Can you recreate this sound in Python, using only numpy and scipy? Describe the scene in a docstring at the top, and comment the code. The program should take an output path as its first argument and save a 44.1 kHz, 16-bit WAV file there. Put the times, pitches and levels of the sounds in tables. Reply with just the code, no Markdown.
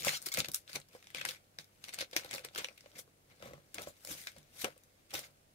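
"""Crisp plastic film crackles and thumps at once, close to a pair of microphones above a table: hands tear,
bend and crinkle a blister pack on cardboard. The film is noise under a dense rustle, sharp snaps that ring
and stick-slip creaks. Below it, noise and struck modes make the card and table scrape and thud.
Short reflections answer from the room, and behind them lie a quiet room tone and a faint hum."""
import sys
import numpy as np
from scipy import signal
from scipy.fft import rfft, irfft, next_fast_len
from scipy.io import wavfile
from scipy.ndimage import uniform_filter1d

SR = 44100
rng = np.random.default_rng(int(sys.argv[2]) if len(sys.argv) > 2 else 0)


def undo_db(level):
    """Turn decibels back into plain size, where 20 dB means ten times bigger."""
    steps = np.asarray(level, float) / 20
    return 10 ** steps


def pcm_store(signal):
    """Save signal as 16-bit PCM."""
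    levels = np.round(np.clip(np.atleast_2d(signal), -1, 1) * 32767)
    wavfile.write(sys.argv[1], SR, levels.astype(np.int16).T)


N = 244314  # samples

# Hands crumple and tear the film. Each row: peak in seconds, rise in seconds, fall in seconds,
# rustle level in dB, treble in dB above the rustle.
CRUMPLES = [(0.0, .05, 0.04, -45, 2.5), (0.054, 0.024, 0.081, -39, -3), (.085, 0.04, 0.067, -35, -3),
            (.14, 0.052, 0.043, -39.5, -7.5), (.24, 0.1, 0.028, -60.5, 6), (.272, 0.022, 0.021, -45.5, 5.5),
            (.335, .025, 0.05, -53, 2.5), (.369, 0.068, 0.043, -45, -11), (.396, 0.024, 0.016, -33, -3),
            (.453, .06, 0.021, -50, -10.5), (0.549, 0.013, 0.045, -47, 6.5), (.695, 0.034, 0.12, -58, -3),
            (.757, 0.044, 0.032, -44.5, -3), (.954, 0.043, 0.056, -61, 0), (1.12, 0.42, 0.036, -65, -7),
            (1.159, 0.022, 0.15, -44, -12.5), (1.291, 0.049, 0.052, -44, -1), (1.34, .05, 0.038, -54, -5),
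            (1.598, .008, 0.045, -55, -3), (1.85, 0.034, .08, -57.5, -1), (1.889, .03, 0.022, -50, -6),
            (1.939, 0.022, 0.042, -48.5, -8), (1.99, 0.016, .04, -45.5, -9),
            (2.011, 0.032, 0.035, -37.5, -13), (2.139, 0.036, .08, -60, -2),
            (2.171, 0.011, 0.053, -38, -5.5), (2.26, 0.16, .1, -60, -3), (2.317, 0.028, 0.081, -46, -15),
            (2.355, 0.045, 0.06, -51, -2.5), (2.448, 0.013, 0.026, -45, -15),
            (2.561, 0.0078, 0.074, -46.5, -4), (2.588, 0.035, 0.043, -37, -16),
            (2.625, 0.048, 0.1, -51, -4.5), (2.997, 0.034, 0.024, -56, 12.5), (3.316, 0.08, 0.13, -72, -10),
            (3.465, .1, 0.1, -60, -4), (3.755, 0.011, 0.17, -53.5, -7), (3.828, 0.066, 0.034, -55, 4),
            (3.882, 0.022, 0.045, -62.5, 9), (4.122, 0.081, 0.05, -49.5, 6.5), (4.2, 0.17, 0.12, -55.5, 5),
            (4.282, 0.03, 0.054, -50.5, -5), (4.377, 0.12, .15, -69, -14),
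            (4.617, 0.071, 0.043, -48.5, 4.5), (4.632, 0.039, 0.078, -51.5, -3),
            (5.117, .022, 0.041, -57.5, -5), (5.151, .02, 0.083, -41.5, 0.5),
            (5.251, 0.044, 0.031, -57.5, -0.5)]
# Faint rustle between the movements. Each row: time in seconds, level in dB.
FIDGET = [(0.0, -75), (.6, -76), (.9, -86), (1.5, -80.5), (1.82, -74.5), (2.75, -73.5), (2.92, -71.5),
          (3.05, -84), (4.0, -73.5), (5.54, -80.5)]
FIDGET_TREBLE_DB = -3  # relative to the faint rustle
# Buckling film. Each row: start in seconds, level in dB, time held before it settles in ms,
# ring in Hz, treble in dB above the level.
SNAPS = [(0.0205, -40.5, 2.8, 2240, -2), (0.032, -42, 1.1, 3120, 8), (0.038, -40, 1.1, 5100, -3.5),
         (0.0477, -36, 2.3, 7300, 8.5), (0.0714, -41, 11, 2180, 0), (0.0817, -25.5, 2.1, 2550, -10),
         (0.09, -29.5, 3.8, 1800, -9), (0.218, -50, 1, 8900, 9), (0.225, -47, 0.89, 10380, 13.5),
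         (0.259, -45, 9.5, 4570, 10.5), (0.2861, -40.5, 1.6, 4520, 10), (0.3398, -31.5, 1, 9110, 11),
         (0.3437, -37.5, 5.3, 4400, -4), (0.3724, -23, 0.75, 2210, 0.5), (0.3865, -41.5, 5.7, 2030, 9.5),
         (0.4028, -20.5, 0.85, 3720, -4), (0.444, -38.5, 4.7, 4440, -9), (0.458, -35.5, 0.93, 3640, -4),
         (0.484, -43.5, 3.3, 3620, 7), (0.516, -53.5, 2, 9840, 19), (0.536, -53, 1.5, 9240, 19),
         (0.544, -43, 3.6, 8400, 20.5), (0.5592, -47, 1.5, 8800, 13), (0.677, -44.5, 1.8, 3800, -17),
         (0.693, -53, 5.5, 1590, -8), (0.7305, -40, 1.4, 4400, -3), (0.7555, -40.5, 4.3, 2430, 1.5),
         (0.7584, -34, 2.3, 3960, -11), (0.8, -52.5, 1.8, 8530, 4), (0.814, -57.5, 4.6, 4220, -12),
         (0.8856, -70, 2.2, 4670, 14), (1.0258, -48, 1.7, 2640, -10), (1.0423, -55, 1.6, 3470, 0),
         (1.07, -45, 1.5, 5600, -15), (1.1025, -49, 1.8, 1950, -4), (1.1462, -34.5, 2.7, 2400, -9),
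         (1.169, -42.5, 2.6, 2510, -8), (1.1948, -49, 7.6, 2570, -8), (1.2113, -38, 6, 2610, -12),
         (1.2505, -28, 2.85, 1550, -8.5), (1.2575, -39.5, 5.4, 1730, -20), (1.2867, -37.5, 5.4, 3750, -1.5),
         (1.346, -52.5, 3.8, 2190, -9), (1.3644, -61, 5.5, 2180, -16), (1.586, -39.5, 2.4, 5070, -7),
         (1.643, -60.5, 1.6, 3770, 7), (1.8398, -40.5, 2.3, 4060, -3.5), (1.8834, -44, 2.4, 2300, -5),
         (1.8903, -44.5, 4.2, 2390, -5), (1.9364, -46.5, 4.5, 8800, -2), (1.9427, -42.5, 1.7, 6800, 8),
         (1.9872, -32, 1.74, 2450, -2), (2.007, -40, 1.5, 5100, 5), (2.0138, -31.5, 1, 4070, -3),
         (2.1121, -52, 1.4, 5140, 4), (2.1296, -45.5, 6.5, 3660, -13), (2.1633, -25.5, 3.7, 2020, -2.5),
         (2.1695, -37.5, 5, 5100, -1), (2.2347, -46, 1.6, 2170, -9), (2.246, -45, 1.9, 3530, 2.5),
         (2.2907, -53, 2.7, 4260, -8.5), (2.3101, -36.5, 2.5, 2260, -3.5), (2.329, -40, 4.3, 2430, -7),
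         (2.3363, -44.5, 6.5, 5070, 4), (2.3478, -39.5, 2, 2110, 5), (2.359, -37.5, 1.5, 3600, -3),
         (2.3807, -39.5, 2.8, 2340, -8), (2.393, -44, 1.8, 1760, -1), (2.447, -48, 3.2, 5500, 7),
         (2.4862, -43, 1, 3650, -18), (2.5482, -41.5, 2.9, 3400, -4), (2.5592, -31, 1.2, 1470, -12),
         (2.578, -32.5, 1.6, 3750, 1.5), (2.583, -44, 3.2, 4800, 8.5), (2.6445, -25.5, 1.72, 2820, -15.5),
         (2.6855, -41, 1.2, 2440, -8), (2.7758, -55.5, 5.6, 2380, -3.5), (2.8064, -54.5, 3.2, 5260, -4),
         (2.858, -55.5, 3.8, 2070, -30), (2.916, -52, 1.1, 3290, -14), (2.9534, -62, 36, 2150, -19),
         (3.3, -69, 26, 2150, -20), (3.4231, -48.5, 3.3, 1360, -7.5), (3.534, -52, 2.1, 2140, 0.5),
         (3.743, -44, 3.5, 6700, 6), (3.8649, -58, 4.6, 2220, -6), (3.7823, -34.5, 2.5, 2480, -24),
         (3.819, -45.5, 1.4, 5340, 8), (4.0478, -51, 3.4, 5150, 11), (4.073, -43, 1.2, 5360, 5),
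         (4.2701, -33.5, 2.85, 2100, -9.5), (4.3637, -59, 3.7, 2130, -1), (4.3828, -55, 1.8, 9580, 1),
         (4.6434, -30.5, 3.43, 2800, -2), (4.778, -64, 1.16, 10900, 14), (4.836, -64, 0.73, 9300, 17),
         (5.105, -55.5, 6.6, 3020, 1), (5.112, -56, 7.5, 3050, -14), (5.1363, -44, 9.1, 5000, 4),
         (5.1918, -42.5, 1.74, 8100, 7.5), (5.236, -52, 6.5, 2050, -17), (5.263, -66, 1.6, 3930, -4)]
# Small snaps come by chance, a little louder than the rustle around them.
TICKS = 45
TICK_DB, TICK_MS = 2, 1.74  # least level above the rustle; mean hold
TICK_LOW_HZ, TICK_HIGH_HZ = 1800, 5800
# Stick-slip of film on card. Each row: start in seconds, end in seconds, slips per second at the start,
# slips per second at the end, level in dB.
CREAKS = [(.11, .15, 1350, 1550, -45), (.15, .177, 1500, 1250, -43), (.317, .328, 1070, 1160, -39)]
# Spectrum that the stiff sheet radiates. Each row: frequency in Hz, level in dB.
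FILM_SPECTRUM = [(410, -14.5), (700, -8), (994, -11.5), (1550, -1.5), (1830, -4), (2140, 1.5), (3040, -4),
                 (3740, -2), (7640, -10.5), (8470, -8), (10700, -12), (13300, -10), (15600, -16)]
SPLIT_HZ = 6000  # between the middle and the treble of the film
# Where the hands work. Each row: time in seconds, left over right in dB.
HAND_PLACE = [(0.0, 0), (1.29, -1), (1.46, -1), (4.51, .5), (4.69, 2.5), (4.91, -1.5), (5.54, -3)]

# Card dragged on a mat. Each row: peak in seconds, rise in seconds, fall in seconds,
# card level in dB, table level in dB.
DRAGS = [(.03, 0.16, 0.13, -70, -54.5), (.083, 0.059, 0.068, -47, -53), (.275, 0.076, 0.057, -59, -70),
         (.382, 0.033, 0.047, -44.5, -43), (.49, 0.023, 0.065, -67, -53), (.766, 0.037, 0.032, -52, -52),
         (.96, 0.06, 0.025, -61.5, -65), (1.17, 0.027, 0.14, -72, -63), (1.262, 0.15, .11, -60.5, -62.5),
         (1.594, .017, .04, -65, -59), (1.892, 0.078, 0.051, -67.5, -64.5), (2.014, 0.094, 0.051, -55, -74),
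         (2.172, 0.053, 0.077, -52, -72), (2.253, 0.043, 0.073, -60, -65), (2.349, 0.085, 0.096, -53, -64),
         (2.455, 0.033, 0.075, -64, -67), (2.585, 0.055, .11, -52.5, -85),
         (2.985, 0.08, 0.05, -61.5, -62.5), (3.31, 0.027, .1, -71.5, -67),
         (3.432, 0.025, 0.052, -55.5, -54), (3.465, 0.048, 0.15, -60, -55.5), (3.54, .02, 0.072, -66, -55),
         (3.76, 0.016, 0.068, -59, -61), (3.79, 0.02, 0.057, -54, -61), (3.82, 0.036, 0.068, -55.5, -58),
         (3.88, 0.046, 0.045, -62, -57), (4.107, .055, .15, -58.5, -58), (4.376, 0.025, 0.046, -81, -55),
         (4.59, 0.19, 0.045, -71, -77), (4.648, 0.018, 0.049, -44, -77), (5.142, 0.019, .11, -49.5, -56.5)]
REST_CARD_DB, REST_TABLE_DB = -89, -78  # the pack never lies quite still
# Fingers and figures hit the card. Each row: start in seconds, level in dB, panel mode in Hz.
KNOCKS = [(0.036, -49, 485), (0.069, -24.5, 554), (0.268, -45.5, 383), (0.377, -32, 514), (0.445, -53, 605),
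          (0.486, -47.5, 574), (0.697, -54, 580), (0.755, -39.5, 398), (0.95, -46, 493),
          (1.148, -48.5, 527), (1.181, -53.5, 557), (1.212, -46.5, 570), (1.252, -61, 540),
          (1.291, -46, 514), (1.588, -54, 547), (1.892, -60, 646), (1.935, -56, 414), (1.983, -50, 687),
          (2.009, -41, 560), (2.132, -44.5, 514), (2.163, -37, 338), (2.246, -48.5, 480), (2.333, -47, 405),
          (2.347, -42.5, 540), (2.449, -44.5, 455), (2.56, -46.5, 368), (2.585, -38, 449),
          (2.645, -46, 508), (2.686, -50, 550), (2.712, -56.5, 565), (2.839, -58, 550), (2.86, -49.5, 577),
          (2.956, -59.5, 244), (2.967, -54.5, 530), (2.991, -54.5, 516), (3.077, -58, 438),
          (3.402, -56, 540), (3.425, -44, 560), (3.458, -44, 564), (3.487, -57, 560), (3.51, -49, 550),
          (3.534, -45.5, 568), (3.578, -54.5, 567), (3.748, -55, 304), (3.781, -42, 680), (3.815, -48, 566),
          (3.872, -39.5, 586), (3.895, -53, 580), (4.049, -54, 577), (4.087, -49, 536), (4.112, -46, 320),
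          (4.15, -63, 606), (4.269, -54, 590), (4.363, -53, 564), (4.639, -42, 253), (4.644, -31, 418),
          (4.684, -46, 483), (4.764, -58, 542), (5.137, -41, 796), (5.193, -62, 590)]
THUD_DB = -22.5  # part of each knock passes into the table
PANEL_DB, PANEL_T60_S = 1.5, 0.043  # the struck panel rings shortly
EDGE_MODE_HZ, EDGE_MODE_DB = 1105, -11  # a higher mode that every knock wakes
# Resonances of the card. Each row: frequency in Hz, width in Hz, level in dB.
CARD_MODES = [(550, 67, 3.5), (395, 330, -9.5), (664, 330, -5.5), (281, 140, -13.5), (887, 190, -23),
              (1235, 370, -7.5)]
# Resonances of the table. Each row: frequency in Hz, width in Hz, level in dB.
TABLE_MODES = [(139, 22, 5), (186, 130, -10), (71.5, 90, -3)]

STROKE_DB = 20  # a movement is this far under its peak one rise before it and one fall after it
CRUMPLE_ROUND, DRAG_ROUND = 1, 0.9  # 1 pointed, 2 round

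# Shading by the microphone housing. Each row: frequency in Hz, left over right in dB.
HOUSING_LEAN = [(100, 0), (700, 0), (1400, 4.5), (2100, 5.5), (3000, 4), (4100, 0), (5200, 1.5),
                (6500, 3.5), (15000, 5.5)]
FILM_LAG_S, BASE_LAG_S = 0.0003104, 0.00025  # extra travel to the right microphone, from film and card
BASS_CUT_HZ = 64
ROOM_DB, ROOM_T60_S = -8.5, 0.083

# Colour of the room tone. Each row: frequency in Hz, level in dB.
HUSH_SPECTRUM = [(15, -42), (25, 2.5), (49, -1), (104, -13), (140, -40), (183, -4), (369, -5.5), (600, -4),
                 (948, -11), (3740, -17), (4400, -17.5), (9610, -17), (15600, -21.5)]
# Likeness of the room tone at the two microphones. Each row: frequency in Hz,
# left-right correlation (no unit, negative means opposed).
HUSH_SAME = [(60, 0.63), (150, 0.44), (380, 0.65), (950, -0.65), (2380, -0.051), (5980, -0.216),
             (15000, 0.16)]
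HUSH_DB = -70
HUM_HZ, HUM_DB = 97, -78  # both waver around these means
EDGE_HZ = 15700  # top of the recorded band


def sheet():
    """The film: rustle of many creases, with snaps and creaks, radiated by one stiff sheet."""
    rustle = rustling()
    creases = grains(per_s=900, spread_db=5.2, decay_s=0.0026)
    middle, treble = rustle * (0.49 + 0.44 * creases)
    noise = pair(0.19)
    rings = snaps(middle, treble, creases, noise, ticks(rustle[0]))
    slips = creaks()
    radiated = film(middle * noise + slips, treble * noise + 0.6 * slips)
    pan_db = np.interp(np.arange(N) / SR, *np.transpose(HAND_PLACE))
    return (facets(radiated, patchy_db=2.5) + rings) * undo_db(np.outer([.5, -.5], pan_db))


def rustling():
    """Middle and treble envelopes: each crumple swells over the faint rustle of a held pack."""
    rest_db = np.interp(np.arange(N) / SR, *np.transpose(FIDGET))
    rows = [(*shape, db, db + high_db) for *shape, db, high_db in CRUMPLES]
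    return strokes(rows, np.transpose([rest_db, rest_db + FIDGET_TREBLE_DB]), CRUMPLE_ROUND)


def snaps(middle, treble, creases, noise, small):
    """Film buckles suddenly: raises both drives in place and returns the rings of the facets."""
    rings, t = np.zeros((2, N)), np.arange(SR // 10) / SR
    for at, db, ms, hz, high_db in SNAPS + small:
        start = round(at * SR)
        span = slice(start, min(start + len(t), N))
        u = t[:span.stop - span.start]
        past = np.maximum(u - ms / 1000, 0)
        # long snaps are chains of creases
        running = 0.63 + 0.41 * creases[span] * np.clip(ms / 25.0, 0, 1)
        settling = np.exp(-past / 0.00048) + 0.16 * np.exp(-past / 0.0052)
        burst = undo_db(db) * (1 - np.exp(-u / 0.00068)) * running * settling
        middle[span] = np.hypot(middle[span], burst)
        treble[span] = np.hypot(treble[span], burst * undo_db(high_db))
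        b, a = signal.iirpeak(hz, 6.5, SR)
        rings[:, span] += 3.6 * signal.lfilter(b, a, burst * noise[:, span])  # the buckled facet rings
    return rings


def ticks(rustle):
    """Small snaps at random moments, as rows like SNAPS; higher rings are brighter."""
    at, size, pitch = rng.random((TICKS, 3)).T
    hz = TICK_LOW_HZ * (TICK_HIGH_HZ / TICK_LOW_HZ) ** pitch
    db = 20 * np.log10(rustle[(at * N).astype(int)]) + TICK_DB + 5 * size
    return list(zip(at * N / SR, db, TICK_MS * (.5 + size), hz, -9 + 12 * pitch))


def creaks():
    """Film sticks and slips on card: an uneven pulse train, each slip shaking the film briefly."""
    slips = np.zeros(N)
    for start, end, first, last, db in CREAKS:
        span = slice(round(start * SR), round(end * SR))
        rate = np.linspace(first, last, num=span.stop - span.start)
        wobble = 1 + 0.45 * uniform_filter1d(rng.standard_normal(len(rate)), size=100)
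        cycles = np.cumsum(rate * wobble) / SR
        slips[span] = undo_db(db) * evened(np.diff(np.floor(cycles), prepend=0))
    samples = np.arange(60)
    shudder = evened(rng.standard_normal(60) * np.exp(-samples / 20)) / np.sqrt(60)  # unit energy
    uneven = slips * undo_db(1.9 * rng.standard_normal(N))
    return np.convolve(uneven, shudder)[:N]


def film(middle, treble):
    """The stiff sheet radiates both drives, each through its part of one spectrum."""
    hz = np.linspace(0, SR / 2, num=4096)
    out = 0
    for drive, side in ((middle, 1), (treble, -1)):  # below the split, above the split
        gain = lambda f: undo_db(read(FILM_SPECTRUM, f)) / np.sqrt(1 + ((f + 1) / SPLIT_HZ) ** (8 * side))
        out = out + shaped(drive, gain) / np.sqrt(np.mean(gain(hz) ** 2))
    return out


def facets(x, patchy_db):
    """As the sheet bends, its resonances wander: random patches of louder and softer colour."""
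    z = signal.stft(x, nperseg=256, noverlap=192)[2]
    patches = rng.standard_normal(z.shape[:0:-1]).T
    patches = uniform_filter1d(patches, size=4, axis=0)  # over frequency
    patches = evened(uniform_filter1d(patches, size=14, axis=1))  # over time
    gain_db = patchy_db * patches - .115 * patchy_db ** 2  # keeps the mean power
    return signal.istft(z * undo_db(gain_db), nperseg=256, noverlap=192)[1][:, :N]


def base():
    """Card and table: scraping and knocks drive noise through their resonances."""
    card, table = strokes(DRAGS, [REST_CARD_DB, REST_TABLE_DB], DRAG_ROUND)
    card = card * (.5 + 1.04 * grains(per_s=200, spread_db=0.5, decay_s=0.0032))
    table = table * (0.92 + 0.39 * grains(per_s=110, spread_db=4.6, decay_s=0.021))
    noise = pair(0.93)
    boxy = knocks(card, table)
    return modes(card * noise, CARD_MODES) + boxy + modes(table * pair(1.0), TABLE_MODES)


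def knocks(card, table):
    """Blows on the card: raises both drives in place and returns the decaying tones of the panel."""
    boxy, t = np.zeros((2, N)), np.arange(SR // 10) / SR
    for at, db, hz in KNOCKS:
        span = slice(round(at * SR), round(at * SR) + len(t))
        blow = undo_db(db - 7.0) * (np.exp(-t / 0.0021) + 0.29 * np.exp(-t / 0.0095))
        card[span] = np.hypot(card[span], blow)
        table[span] = np.hypot(table[span], undo_db(db + THUD_DB) * np.exp(-t / 0.012))
        decay = undo_db(db + PANEL_DB - 60 * t / PANEL_T60_S) * (1 - np.exp(-t / 0.00061))
        edge = undo_db(EDGE_MODE_DB) * np.sin(2 * np.pi * EDGE_MODE_HZ * t)
        boxy[:, span] += decay * (np.sin(2 * np.pi * hz * t) + edge)
    return boxy


def strokes(table, rest_db, roundness):
    """Two envelopes: each movement swells to its peak and dies away; powers add over a resting level."""
    t = np.arange(N) / SR
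    power = undo_db(np.array(rest_db) * np.ones((N, 1))).T ** 2
    for peak, rise, fall, *db in table:
        span = slice(max(round((peak - 2 * rise) * SR), 0), round((peak + 2 * fall) * SR))
        away = np.maximum((peak - t[span]) / rise, (t[span] - peak) / fall)
        power[:, span] += undo_db(np.array(db)[:, None] - STROKE_DB * away ** roundness) ** 2
    return np.sqrt(power)


def grains(per_s, spread_db, decay_s):
    """Envelope of tiny random creases or catches: sudden start, short decay, a few large."""
    size = undo_db(spread_db * np.minimum(rng.exponential(1, N), 4))
    starts = size * (rng.random(N) < per_s / SR)
    return evened(signal.lfilter([1], [1, -np.exp(-1 / (decay_s * SR))], starts))


def arriving(x, lag_s):
    """Earlier at the left microphone, shaded differently at each; small things radiate no deep bass."""
    side = np.array([[.5], [-.5]])

    def path(f):
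        bass_cut = np.sqrt(1 + (BASS_CUT_HZ / (f + 1)) ** 6)
        return undo_db(side * read(HOUSING_LEAN, f)) / bass_cut * np.exp(2j * np.pi * f * side * lag_s)
    return shaped(x, path)


def room(x):
    """Short reflections: sparse taps of random sign, different at each microphone."""
    t = np.arange(SR // 4) / SR
    signs = rng.choice([-1., 1.], (2, len(t)))
    sparse = rng.random((2, len(t))) < .06
    taps = signs * sparse * undo_db(-60 * t / ROOM_T60_S) * (t > .003)
    return undo_db(ROOM_DB) * signal.oaconvolve(x, taps / np.linalg.norm(taps[0]), axes=1)[:, :N]


def hush():
    """Room tone: coloured noise, partly alike at the two microphones, and a wavering hum."""
    a, b = rng.standard_normal((2, N))
    same = lambda f: np.clip(read(HUSH_SAME, f), -1, 1)
    both = np.array([a, shaped(a, same) + shaped(b, lambda f: np.sqrt(1 - same(f) ** 2))])
    tone = evened(shaped(both, lambda f: undo_db(read(HUSH_SPECTRUM, f))))
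    drift = evened(uniform_filter1d(rng.standard_normal((2, N)), size=4000))
    phase = 2 * np.pi * np.cumsum(HUM_HZ + 1.06 * drift[1]) / SR
    hum = undo_db(HUM_DB + 0.5 * drift[0]) * np.sin(phase) * np.sqrt(2)
    return undo_db(HUSH_DB) * tone + hum


def pair(same):
    """Noise at two microphones that share part of it."""
    a, b = rng.standard_normal((2, N))
    same = np.clip(same, 0, 1)
    return np.array([a, same * a + np.sqrt(1 - same ** 2) * b])


def modes(x, table):
    """Causal sum of resonances; white noise keeps its rms."""
    gain = lambda f: sum(undo_db(db) * 1j * w * f / (hz ** 2 - f ** 2 + 1j * w * f) for hz, w, db in table)
    return shaped(x, gain) / np.sqrt(np.mean(abs(gain(np.linspace(0, SR / 2, num=4096))) ** 2))


def shaped(x, gain):
    """Filters the last axis by a function of Hz."""
    size = next_fast_len(x.shape[-1])
    return irfft(rfft(x, size) * gain(np.fft.rfftfreq(size, 1 / SR)), size)[..., :x.shape[-1]]


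def read(points, hz):
    """Reads a spectrum table on a log-frequency axis."""
    f, value = np.transpose(points)
    return np.interp(np.log(hz + 1), np.log(f + 1), value)


def evened(x):
    """Scales to rms 1."""
    return x / np.sqrt(np.mean(x ** 2) + 1e-20)


def scene():
    """The pack lies nearer the left microphone; the room answers it over the hush."""
    near = arriving(sheet(), FILM_LAG_S) + arriving(base(), BASE_LAG_S)
    return near + room(near) + hush()


def roll_off(x):
    """The treble ends steeply here."""
    return signal.sosfilt(signal.butter(12, 17000, fs=SR, output="sos"), x)


def record(dry):
    """The band ends in a steep slope: 24 dB down within 250 Hz."""
    limited = shaped(dry, lambda f: undo_db(-24 * np.clip((f - EDGE_HZ) / 250, 0, 1)))
    return roll_off(limited)


dry = scene()
out = record(dry)
pcm_store(out)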